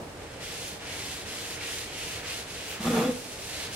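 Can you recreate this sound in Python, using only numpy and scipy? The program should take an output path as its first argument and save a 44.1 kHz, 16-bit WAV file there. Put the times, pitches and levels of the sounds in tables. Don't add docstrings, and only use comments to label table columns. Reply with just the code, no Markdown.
import sys
import numpy as np
from scipy import signal
from scipy.fft import rfft, irfft
from scipy.io import wavfile

SR = 44100
rng = np.random.default_rng(int(sys.argv[2]) if len(sys.argv) > 2 else 0)


def materialize(psi):
    bounded = np.clip(np.atleast_2d(psi).T, -1, 1)
    quanta = np.round(bounded * 32767).astype(np.int16)
    wavfile.write(sys.argv[1], SR, quanta)


N = 165375
T = np.arange(N) / SR

# f/Hz, likeness/0-1
AIR_LIKENESS = [(60, 0.94), (200, 0.98), (450, 0.75), (1000, 0.34), (2500, 0), (8000, 0.01)]
SLIPS_PER_S, SLIP_SPREAD_DB = 24000, 1.5
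LAG_S = 6.3e-5
HALL_T60_S, HALL_GAP_S = 0.53, 0.0063
CLOTH_WET_DB, SHOVEL_WET_DB = -7, -8.5


def undb(db):
    return 10 ** (np.asarray(db) / 20)


def unit(x):
    return x / np.sqrt(np.mean(x ** 2) + 1e-20)


def at_hz(table, hz):
    f, value = np.array(table, float).T
    return np.interp(np.log(np.maximum(hz, 1)), np.log(f), value)


def fader(table):
    s, db = np.array(table).T
    return undb(np.interp(T, s, db)) * (T > s[0]) * (T < s[-1])


def freqs():
    return np.arange(N // 2 + 1) * SR / N


def shape(x, gain):
    return irfft(rfft(x) * gain, N)


def colour(x, table):
    return unit(shape(x, undb(at_hz(table, freqs()))))


def noise():
    return rng.standard_normal(N)


def walk(rate):
    return unit(shape(noise(), np.exp(-(freqs() / rate) ** 2)))


def swell(s, length):
    return np.exp(-2 * ((T - s) / length) ** 2)


def grains():
    hit = rng.random(N) < SLIPS_PER_S / SR
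    size = undb(SLIP_SPREAD_DB * np.clip(noise(), -2, 2))
    return unit(hit * noise() * size)


def pair(source, likeness):
    alike = np.clip(at_hz(likeness, freqs()), 0, 1)
    shared = source()
    left_lag = np.exp(-2j * np.pi * freqs() * LAG_S)
    sides = []
    for lag in (left_lag, 1):
        own = shape(source(), np.sqrt(1 - alike))
        sides.append(shape(shared, np.sqrt(alike) * lag) + own)
    return np.array(sides)


def hall(x, wet_db):
    fade = np.exp(-np.log(1000) * T / HALL_T60_S) * (T > HALL_GAP_S)
    tail = unit(pair(noise, AIR_LIKENESS) * fade) / np.sqrt(N)
    return x + undb(wet_db) * signal.fftconvolve(np.atleast_2d(x), tail, axes=1)[:, :N]


def cloth():
    # start/s, length/s, relative level/dB, speeding up/s, slowing down/s,
    # brightness/dB per octave, brightening on the way/dB per octave
    strokes = [(0.142, 0.26, -11.5, 0.28, .05, -4, 1), (0.396, 0.39, -1.8, 0.037, 0.16, 0.6, 3.5),
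               (0.785, 0.49, -0.5, 0.18, 0.2, 0, 3), (1.252, 0.34, -1, 0.035, 0.053, -0.1, .5),
               (1.58, 0.33, 1.2, 0.085, 0.2, 0.8, 4.5), (1.87, 0.36, 0, 0.17, 0.096, 0, -1.5),
               (2.222, 0.23, 1.2, 0.065, 0.11, 0.2, 5), (2.453, 0.354, -2.5, 0.063, 0.092, -1.5, -3),
               (2.79, 0.38, -0.5, 0.05, 0.26, 1.5, 0), (3.068, 0.32, -6, 0.061, 0.078, 1.7, -2),
               (3.303, 0.4, 1, 0.44, 0.067, 2.06, -7), (3.695, .2, -1, 0.052, .06, 4, 9)]
    # f/Hz, relative level/dB
    rub_colour = [(400, -17.5), (800, -7), (1100, -8.5), (1700, -1.5), (2650, 1), (3300, 0.5), (4400, -1.5),
                  (5900, -3), (7200, -4.5), (9800, -6.5), (12000, -12.5), (15500, -22.5)]
    # middle t/s, length/s, level/dB
    snag_times = [(0.684, 0.015, -42), (1.51, 0.045, -47), (2.71, 0.074, -41.5)]
    # f/Hz, likeness/0-1
    cloth_likeness = [(400, 0.35), (1000, 0.78), (2200, 0.92), (3000, .8), (5000, 0.23), (9000, 0.23),
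                      (14000, 0.27)]
    # f/Hz, left minus right/dB
    cloth_pan = [(500, 2), (2200, -3), (4800, 3.5), (6500, -2.5), (8500, -3.8), (13000, -2)]
    level_db, speed_law = -37.5, 0.61
    speed_tilt_db, base_tilt_db = 4.6, 0.22
    grip_db, grip_hz, patchy_db, patchy_hz = 0.5, 62, -0.16, 19

    power_sum, tilt = np.zeros(N), np.zeros(N)
    for start, length, db, rise, fall, bright_db, drift_db in strokes:
        ramps = np.clip([(T - start) / rise, (start + length - T) / fall], 0, 1)
        speed = np.sin(np.pi / 2 * ramps).prod(axis=0)
        place = np.clip((T - start) / length, 0, 1) - 0.5
        power = (undb(db) * speed ** speed_law) ** 2
        stroke_tilt = bright_db + drift_db * place + base_tilt_db + speed_tilt_db * (speed - 1)
        power_sum += power
        tilt += power * stroke_tilt
    tilt /= power_sum + 1e-12

    fibres = colour(pair(grains, cloth_likeness), rub_colour)
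    octave = np.clip(np.log2(np.maximum(freqs(), 1) / 3500), -2, 2)
    rub = 0
    for k in range(-2, 3):
        band = shape(fibres, np.maximum(1 - abs(octave - k), 0))
        rub = rub + band * undb(k * tilt + patchy_db * walk(patchy_hz))
    rub = rub * np.sqrt(power_sum) * undb(level_db + grip_db * walk(grip_hz))

    snag_colour = [(1000, -20), (3800, -5), (6000, -4), (15000, -11)]  # f/Hz, relative level/dB
    snags = colour(pair(grains, cloth_likeness), snag_colour)
    rub = rub + snags * sum(undb(db) * swell(s, length) for s, length, db in snag_times)
    pan_db = at_hz(cloth_pan, freqs())
    return shape(hall(rub, CLOTH_WET_DB), undb(np.array([pan_db, -pan_db]) / 2))


def rasps():
    # middle t/s, length/s, middle f/Hz, glide/Hz per s, level/dB
    rasp_notes = [(0.909, .09, 2200, 3502, -47), (1.645, 0.069, 2550, 3000, -41.5),
                  (1.718, .06, 3190, 6000, -44.5), (2.03, 0.22, 2750, 500, -46),
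                  (2.308, 0.075, 2586, 5000, -43), (2.72, .06, 2790, 0, -44), (3.61, 0.15, 4100, 0, -46.5)]
    width_hz = 640
    likeness = [(100, 0.5), (2000, 0.55)]  # f/Hz, likeness/0-1
    below = np.exp(-(freqs() / width_hz) ** 2)
    inphase, across = (unit(shape(pair(noise, likeness), below)) for _ in range(2))
    out = 0
    for s, length, hz, glide, db in rasp_notes:
        since = T - s
        phase = 2 * np.pi * (hz * since + glide * since ** 2 / 2)
        rasp = inphase * np.cos(phase) + across * np.sin(phase)
        out = out + undb(db) * swell(s, length) * rasp
    return hall(out, CLOTH_WET_DB)


def ring(x):
    # f/Hz, width/Hz, relative level/dB
    resonances = [(162, 14, -7), (171.3, 14, 7.5), (244, 31, 2), (343, 9.7, 7.5), (456.5, 12, 2.5),
                  (498.6, 10, 3), (629, 17, -1), (670, 21, -5), (732.5, 18, -3), (772, 15, -2),
                  (906, 23, -9.5), (1083, 71, -10.5), (1700, 17, -8.5), (2130, 37, -16), (2500, 44, -14),
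                  (3403, 82, -12.5)]
    out = 0
    for hz, width, db in resonances:
        b, a = signal.iirpeak(hz, hz / width, fs=SR)
        out = out + undb(db) * signal.lfilter(b, a, x)
    return out


def shovel():
    # t/s, mean f/Hz
    slip_rate = [(2.80, 205.5), (2.86, 233.9), (2.908, 244), (2.95, 231.7), (3.001, 228), (3.04, 246.5),
                 (3.071, 253.4), (3.12, 252)]
    # t/s, relative level/dB
    swing_curve = [(2.795, -30), (2.808, -7), (2.825, -19.5), (2.865, -1.5), (2.908, 2.5), (2.917, -19),
                   (2.925, -14), (2.936, -2), (2.985, -7), (3.02, -6.5), (3.038, -11), (3.062, 3),
                   (3.074, -19), (3.095, -2), (3.125, -30)]
    # t/s, relative level/dB
    sing_curve = [(2.84, -20), (2.88, -11.5), (2.955, -4.5), (2.985, 0), (3.02, -2), (3.05, -0.5),
                  (3.075, -3), (3.11, 0.5), (3.13, -20)]
    # t/s, relative level/dB
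    press_curve = [(2.80, -11), (2.845, -5), (2.875, 4), (2.90, -2.5), (2.93, 0.5), (2.99, 2.5), (3.03, 1),
                   (3.07, -6), (3.13, -11.5)]
    # f/Hz, relative level/dB
    grit_colour = [(100, -16), (200, -2), (700, 0), (1200, 3), (1700, -4), (2700, -6), (3600, -13),
                   (5000, -31), (12000, -14.5), (15500, -40)]
    jitter, jitter_hz, spread_db = 0.03, 70, 1.5
    swing_db, sing_db, slap_db, ground_db, grit_db = -23.5, -29, -38, -31.5, -35.5

    times, rates = np.array(slip_rate).T
    rate = np.interp(T, times, rates) * (1 + jitter * walk(jitter_hz))
    turns = np.cumsum(rate) / SR
    swing_gain = fader(swing_curve) * undb(swing_db + spread_db * walk(46))
    swing = swing_gain * np.sin(2 * np.pi * turns)
    sing_gain = fader(sing_curve) * undb(sing_db + spread_db * walk(60))
    sing = sing_gain * np.sin(2 * np.pi * 2 * turns)

    press = fader(press_curve)
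    strength = np.sqrt(np.mean(press ** 2))
    clicks = np.diff(np.floor(turns), prepend=0) * undb(4.2 * np.clip(noise(), -2, 2))
    slaps = unit(ring(clicks * press)) * strength * undb(slap_db)
    ground = unit(ring(grains() * press)) * strength * undb(ground_db)
    grit = colour(pair(grains, AIR_LIKENESS), grit_colour) * press * undb(grit_db)
    no_bass = signal.butter(3, 125, "high", fs=SR, output="sos")
    rough = signal.sosfilt(no_bass, slaps + ground + grit)
    return hall(np.sqrt(2) * (swing + sing) + rough, SHOVEL_WET_DB)


def thuds():
    # middle t/s, length/s, level/dB
    thud_times = [(1.174, 0.077, -48), (2.204, 0.15, -46), (2.896, .06, -41), (3.05, 0.05, -48),
                  (3.716, .07, -45)]
    # f/Hz, relative level/dB
    thud_colour = [(25, -20), (55, 0), (90, 8), (130, 4), (250, -28)]
    bumps = sum(undb(db) * swell(s, length) for s, length, db in thud_times)
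    return colour(noise(), thud_colour) * bumps


def clunk():
    # f/Hz, relative level/dB
    clunk_colour = [(60, -12), (130, 3), (230, 4), (350, 3), (700, 1.5), (1100, -6.5), (2500, -28),
                    (8000, -30)]
    hold_s, level_db, t60_s = 0.013, -39.5, 0.49
    after = np.maximum(T - hold_s, 0)
    fade = np.exp(-np.log(1000) * after / t60_s)
    return colour(pair(noise, AIR_LIKENESS), clunk_colour) * undb(level_db) * fade


def tone(hz, wobble_hz, rate):
    return np.sqrt(2) * np.sin(2 * np.pi * np.cumsum(hz + wobble_hz * walk(rate)) / SR)


def ventilation():
    # f/Hz, relative level/dB
    air_colour = [(22, -20), (35, -5.5), (55, -3), (100, 1), (135, -1.5), (210, -4.5), (310, -5), (400, -2),
                  (480, -1.5), (580, -3.5), (780, -6), (1050, -11), (1800, -12.5), (3500, -18),
                  (6000, -21.5), (10000, -24.5), (15500, -39)]
    # mean f/Hz, mean level/dB ahead of the slight lean to the right
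    fan_tones = [(80.7, -62), (296, -59), (468, -56), (5044, -77), (7682, -77), (8403, -69)]
    air_db, waver_db = -42.5, 0.67
    pan_db = -1.04
    rush = colour(pair(noise, AIR_LIKENESS), air_colour) * undb(air_db + waver_db * walk(19.5))
    tones = sum(undb(db + 2 * walk(21)) * tone(hz, wobble_hz=4.31, rate=14.2) for hz, db in fan_tones)
    return (rush + tones) * undb(np.array([[pan_db], [-pan_db]]) / 2)


def scene():
    return cloth() + rasps() + shovel() + thuds() + clunk() + ventilation()


def record(dry):
    low_pass = signal.ellip(10, 0.2, 80, 15720, fs=SR, output="sos")
    return signal.sosfilt(low_pass, dry)


dry = scene()
out = record(dry)
materialize(out)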